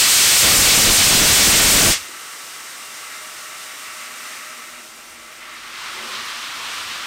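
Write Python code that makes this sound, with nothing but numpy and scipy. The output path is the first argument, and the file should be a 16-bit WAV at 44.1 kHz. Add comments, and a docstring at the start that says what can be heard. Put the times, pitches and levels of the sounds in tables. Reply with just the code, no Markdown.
"""Steam jets from open drain cocks blast out as a locomotive creeps away from a platform.
The jets are coloured noise that overloads the microphone until the cocks shut after about two seconds,
and their air soon adds a low buffeting. Leaking steam, as flickering hiss and hollow resonances,
goes on over the boiler's roar and flue tones, dull knocks and the growing rumble of the wheels.
The chimney gives one soft chuff, and the near cylinder blows a broad rush as the engine draws closer."""
import sys
import numpy as np
from scipy import signal
from scipy.fft import rfft, irfft, next_fast_len
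from scipy.io import wavfile
from scipy.ndimage import uniform_filter1d

SR = 44100
rng = np.random.default_rng(int(sys.argv[2]) if len(sys.argv) > 2 else 0)


def inscribe(sig):
    """Save sig as 16-bit PCM at rate SR to the path in sys.argv[1].

    A 1-D sig is mono; a 2-D sig holds one channel per row.
    Samples are clipped to [-1, 1] before scaling.
    """
    pcm = np.round(np.clip(np.atleast_2d(sig).T, -1, 1) * 32767)
    wavfile.write(sys.argv[1], SR, pcm.astype(np.int16))


N = 311346
TIME = np.arange(N) / SR  # s
FREQ = np.maximum(np.fft.rfftfreq(next_fast_len(N, True), 1 / SR), 1)  # Hz

# roar of boiler and fire: (frequency [Hz], relative density [dB per Hz])
ROAR_SPECTRUM = [(25, -21), (60, -13.5), (120, -11), (190, -7), (250, -4), (450, -2.5), (620, -1.5),
                 (850, -1), (1100, 0.5)]
# draught singing in the flue, the times at half fade:
# (frequency [Hz], width [Hz], level [dB], start [s], end [s])
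FLUE_TONES = [(43, 5, -66.5, 4.6, 7.5), (239, 18, -60, 3.87, 7.5), (332, 22, -61, 4.6, 7.5),
              (620, 12, -57, 2.78, 5.6)]
# rumble of wheels on the rails: (frequency [Hz], width [Hz], relative level [dB])
TRACK_RESONANCES = [(68, 30, -5), (107, 30, 0)]
# dull knocks of the cock linkage and running gear:
# (time [s], frequency [Hz], width [Hz], level [dB], decay [s])
KNOCK_EVENTS = [(1.97, 85, 35, -51, .06), (2.08, 340, 130, -48.5, 0.072), (3.33, 75, 30, -58, .06),
                (3.87, 85, 40, -58, .06), (5.09, 75, 45, -57, .09), (6.16, 105, 40, -54, .09),
                (6.77, 90, 45, -55, .09)]
# the exhaust beat: (time of peak [s], half length to 1/e [s], level [dB])
CHUFF_BEAT = (6.05, 0.12, -42.5)
# resonances of the chimney: (frequency [Hz], width [Hz], relative level [dB])
CHIMNEY_RESONANCES = [(226, 20, -2), (370, 34, 0), (520, 30, -7), (598, 44, -8), (780, 34, -10)]
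# hiss of leaking steam: (frequency [Hz], relative density [dB per Hz])
HISS_SPECTRUM = [(1410, -5), (2400, -11.5), (2770, -5), (3430, -5.5), (3710, -4), (4320, -6), (5610, -3.5),
                 (6950, -5.5), (8610, -3.5), (10800, -13), (13800, -12), (15100, -15.5), (16000, -24)]
# resonances of the space between the frames: (frequency [Hz], width [Hz], relative level [dB])
FRAME_RESONANCES = [(1152, 71, 0), (1317, 97, 1.5), (1560, 210, -6), (1860, 145, -2), (2047, 150, -1),
                    (2320, 280, -4.5), (2735, 340, -5.5), (3760, 120, -12)]
# steam filling the space between the frames, once a stroke:
# (full [s], empties [s], level when full [dB])
HOLLOW_STROKES = [(2.0, 4.45, -41), (5.4, 5.87, -41.5)]
# rush of the near cylinder: (frequency [Hz], relative density [dB per Hz])
RUSH_SPECTRUM = [(150, -19), (500, -18), (780, -10.5), (980, -2.5), (1160, 3.5), (1270, 1.5), (1400, 1),
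                 (1700, -0.5), (2100, 0), (3100, 0), (4200, -3), (5600, -7.5), (7500, -15.5), (16000, -45)]
# eddies in the air thrown at the microphone: (frequency [Hz], relative density [dB per Hz])
EDDY_SPECTRUM = [(15, 6), (50, -0.5), (130, -2), (300, -6), (600, -8), (1200, -15.5), (3000, -12.5)]
# noise of the open jets: (frequency [Hz], relative density [dB per Hz])
JET_SPECTRUM = [(40, -21), (300, -21.5), (850, -12.5), (1300, -4), (1750, -3), (2300, 0), (3500, 1),
                (5200, 2), (7000, 1.5), (8600, 3), (9500, -3.5), (10700, -10), (13000, -7), (16000, -15)]
# echoes off the platform edge, the engine and the shed wall:
# (lag at the start [s], drift as the engine moves [s per s])
ECHO_PATHS = [(.0163, .00015), (.0217, -.0002), (.0289, .0003), (.0371, -.0003), (.0473, -.0004)]

# the fire at rest, the draught that the strokes add, and the fade of the flue tones
FIRE_DB, DRAUGHT_DB, FLUE_FADE_S = -51, -49, 0.33
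# the wheels' rumble: its level at a given moment, and its growth
ROLLING_DB, ROLLING_AT_S, ROLLING_GROWTH_DB_PER_S = -59.5, 7.2, 6
# the leak holds until its cylinder's pressure starts to sink
LEAK_DB, LEAK_SINKS_S, LEAK_FALL_DB_PER_S = -36.5, 4.25, 7.5
# the hollow ring between the frames; its share in the blast is relative to the open jets
HOLLOW_RISE_DB_PER_S, HOLLOW_GROWTH_DB_PER_S, HOLLOW_FALL_DB_PER_S = 23, 1.38, 15.5
HOLLOW_IN_BLAST_DB = -20
# the near cylinder fills, grows louder as it approaches, then empties
NEAR_FULL_S, NEAR_EMPTIES_S = 5.87, 6.82
NEAR_RISE_DB_PER_S, NEAR_GROWTH_DB_PER_S, NEAR_FALL_DB_PER_S = 27, 3.5, 10.5
NEAR_RUSH_DB, NEAR_HISS_DB = -32.5, -40.5
# the jets' air reaches the microphone, builds, and drops away as the cocks close
GUST_ARRIVES_S, GUST_ENDS_S, GUST_SURGE_DB = .43, 1.899, 0.8
GUST_DB, GUST_GROWTH_DB_PER_S, GUST_EDGE_DB_PER_S, BREEZE_DB = -14.5, 3, 600, -40
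FRONT_DB, FRONT_FALL_DB_PER_S = -12.5, 37  # the first lump of air hits hardest
# the drain cocks blow evenly, then close in one quick turn; a ring, relative to the blast, outlasts them
BLAST_DB, SHUT_S, CLOSING_S = -3.5, 1.957, 0.065
RING_DB, RING_FALL_DB_PER_S = -27, 140
# the jets' bounce off the track bed
GROUND_LAG_S, GROUND_SHARE = .002645, .19
# the echoes' gain, and where their treble is 6 dB down
ECHO_SHARE, ECHO_DULL_HZ = .215, 7500
# the microphone's limit, and the band that is passed on
CEILING_DB, BASS_HZ, TOP_HZ = -11, 28, 15850


def undb(db):
    """Decibels to gain."""
    return 10 ** (np.asarray(db) / 20)


def unit(x):
    """Scale to a standard deviation of 1."""
    return x / np.std(x)


def colour(points):
    """Gain over frequency from (Hz, dB) points, falling 12 dB an octave outside them."""
    hz, db = np.transpose(points)
    outside = np.minimum(FREQ / hz[0], 1) * np.minimum(hz[-1] / FREQ, 1)
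    inside = undb(np.interp(np.log(FREQ), np.log(hz), db))
    return inside * outside ** 2


def resonances(modes):
    """Gain over frequency of steep (Hz, width, dB) resonances, summed in power."""
    power = 0
    for hz, width, db in modes:
        detune = (FREQ / hz - hz / FREQ) * hz / width / 2  # near the peak: offset in widths
        power = power + (undb(db) / (1 + 2 * detune ** 2)) ** 2
    return np.sqrt(power)


def shape(x, gain):
    """Filter by a gain over frequency."""
    size = next_fast_len(N, True)
    return irfft(rfft(x, size) * gain, size)[:N]


def noise(gain):
    """Noise of rms 1 with the given colour."""
    return unit(shape(rng.standard_normal(N), gain))


def walk(rate):
    """Random levels held 1 / rate s and smoothed twice; spread 1."""
    hold = max(int(SR / rate), 2)  # samples
    held = np.repeat(rng.standard_normal(1024), hold)[:N]
    return unit(uniform_filter1d(uniform_filter1d(held, hold), hold))


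def turbulence(gain, surge_db, flicker_db):
    """Flow noise: the whole stream surges while four overlapping bands of eddies flicker on their own."""
    centres = np.log([400, 1200, 3500, 10000])  # of the bands, Hz
    stream = 0
    for share in np.eye(len(centres)):
        crossfade = np.sqrt(np.interp(np.log(FREQ), centres, share))
        band = shape(rng.standard_normal(N), gain * crossfade)
        stream = stream + band * undb(flicker_db * walk(32))
    return unit(stream) * undb(surge_db * walk(20))


def swell(full, ends, rise, growth, fall):
    """Gain that rises to 1 at `full` s, grows slowly until `ends` s, then falls; slopes in dB per s."""
    held = np.clip(TIME, full, ends) - full
    before = np.maximum(full - TIME, 0)
    after = np.maximum(TIME - ends, 0)
    return undb(growth * held - rise * before - fall * after)


def leak_flow():
    """Pressure behind the leak: steady, then sinking."""
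    return swell(0, LEAK_SINKS_S, 0, 0, LEAK_FALL_DB_PER_S)


def near_flow():
    """One stroke of the cylinder on the platform side."""
    return swell(NEAR_FULL_S, NEAR_EMPTIES_S, NEAR_RISE_DB_PER_S, NEAR_GROWTH_DB_PER_S, NEAR_FALL_DB_PER_S)


def jet_flow():
    """Steam through the cocks follows their opening; a short ring outlasts it."""
    opening = np.clip((SHUT_S - TIME) / CLOSING_S, 0, 1)
    ring = undb(RING_DB) * swell(0, SHUT_S, 0, 0, RING_FALL_DB_PER_S)
    return undb(BLAST_DB) * np.hypot(opening, ring)


def boiler():
    """The fire's dull roar follows the draught; narrow flue tones fade in and out over it."""
    draught = undb(DRAUGHT_DB) * np.hypot(leak_flow(), near_flow())
    out = noise(colour(ROAR_SPECTRUM)) * np.hypot(undb(FIRE_DB), draught)
    for hz, width, db, start, end in FLUE_TONES:
        fade = np.clip(np.minimum(TIME - start, end - TIME) / FLUE_FADE_S + .5, 0, 1)
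        tone = noise(resonances([(hz, width, 0)]))
        out = out + tone * undb(db) * fade
    return out


def wheels():
    """Track resonances give a low rumble that grows as the engine gathers speed."""
    level_db = ROLLING_DB + ROLLING_GROWTH_DB_PER_S * (TIME - ROLLING_AT_S)
    return noise(resonances(TRACK_RESONANCES)) * undb(level_db)


def knocks():
    """Heavy parts take up their slack with short, dull thuds."""
    out = 0
    for at, hz, width, db, decay in KNOCK_EVENTS:
        age = np.maximum(TIME - at, 0)
        envelope = np.minimum(age / .008, 1) * np.exp(-age / decay)  # 8 ms attack
        thud = noise(resonances([(hz, width, 0)]))
        out = out + thud * undb(db) * envelope
    return out


def chuff():
    """One slow, soft exhaust beat sounds the chimney."""
    at, half, db = CHUFF_BEAT
    puff = np.exp(-((TIME - at) / half) ** 2)
    return noise(resonances(CHIMNEY_RESONANCES)) * undb(db) * puff


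def leak():
    """Leaking steam makes a thin hiss, with a hollow ring from the space between the frames."""
    flow = np.hypot(undb(LEAK_DB) * leak_flow(), undb(NEAR_HISS_DB) * near_flow())
    hiss = turbulence(colour(HISS_SPECTRUM), surge_db=0.47, flicker_db=0.2) * flow
    hollow = undb(HOLLOW_IN_BLAST_DB) * jet_flow()
    for full, empties, db in HOLLOW_STROKES:
        stroke = swell(full, empties, HOLLOW_RISE_DB_PER_S, HOLLOW_GROWTH_DB_PER_S, HOLLOW_FALL_DB_PER_S)
        hollow = np.hypot(hollow, undb(db) * stroke)
    ring = turbulence(resonances(FRAME_RESONANCES), surge_db=0.7, flicker_db=.5) * hollow
    return hiss + ring


def near_cylinder():
    """A broader, lower rush as steam is admitted on the platform side."""
    rush = turbulence(colour(RUSH_SPECTRUM), surge_db=0.45, flicker_db=0.7)
    return rush * undb(NEAR_RUSH_DB) * near_flow()


def buffeting():
    """Lumps of air pushed along by the jets hit the microphone in quick succession."""
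    flutter = undb(1.6 * walk(70))
    surge = undb(GUST_SURGE_DB * walk(12))
    body = undb(GUST_DB) * swell(GUST_ARRIVES_S, GUST_ENDS_S, GUST_EDGE_DB_PER_S,
                                 GUST_GROWTH_DB_PER_S, GUST_EDGE_DB_PER_S)
    front = undb(FRONT_DB) * swell(GUST_ARRIVES_S, GUST_ARRIVES_S, GUST_EDGE_DB_PER_S,
                                   0, FRONT_FALL_DB_PER_S)
    gust = np.hypot(body, front) * surge
    breeze = undb(BREEZE_DB) * swell(0, GUST_ENDS_S, 0, 0, RING_FALL_DB_PER_S)
    return noise(colour(EDDY_SPECTRUM)) * flutter * np.hypot(gust, breeze)


def drain_cocks():
    """Choked, steady jets; their bounce off the track bed combs the hiss."""
    bounce = 1 + GROUND_SHARE * np.exp(-2j * np.pi * FREQ * GROUND_LAG_S)
    jets = turbulence(colour(JET_SPECTRUM) * bounce, surge_db=1.0, flicker_db=1.5)
    return jets * jet_flow()


def surroundings(x):
    """Add dull echoes whose paths slide as the engine moves, so that fine bands drift through the hiss."""
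    dull = shape(x, 1 / (1 + (FREQ / ECHO_DULL_HZ) ** 2))
    echoes = 0
    for lag, drift in ECHO_PATHS:
        echoes = echoes + np.interp(TIME - lag - drift * TIME, TIME, dull, left=0)
    return x + ECHO_SHARE * echoes


def scene():
    """All sources lie ahead, the same in both channels; only the steam has echoes."""
    steam = surroundings(leak() + near_cylinder() + drain_cocks())
    air = boiler() + wheels() + knocks() + chuff() + buffeting() + steam
    return np.array([air, air])


def record(dry):
    """The microphone saturates in the blast; then the deep bass is trimmed and the top cut."""
    ceiling = undb(CEILING_DB)
    fine = signal.resample_poly(dry, 3, 1, axis=1)  # oversampled to curb aliasing from the saturation
    saturated = ceiling * np.tanh(fine / ceiling)
    squashed = signal.resample_poly(saturated, 1, 3, axis=1)
    high_pass = signal.butter(1, BASS_HZ, "high", fs=SR, output="sos")
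    trimmed = signal.sosfilt(high_pass, squashed)
    low_pass = signal.firwin(401, TOP_HZ, fs=SR, window="blackman")
    return signal.fftconvolve(trimmed, low_pass[None], "same", axes=1)


dry = scene()
out = record(dry)
inscribe(out)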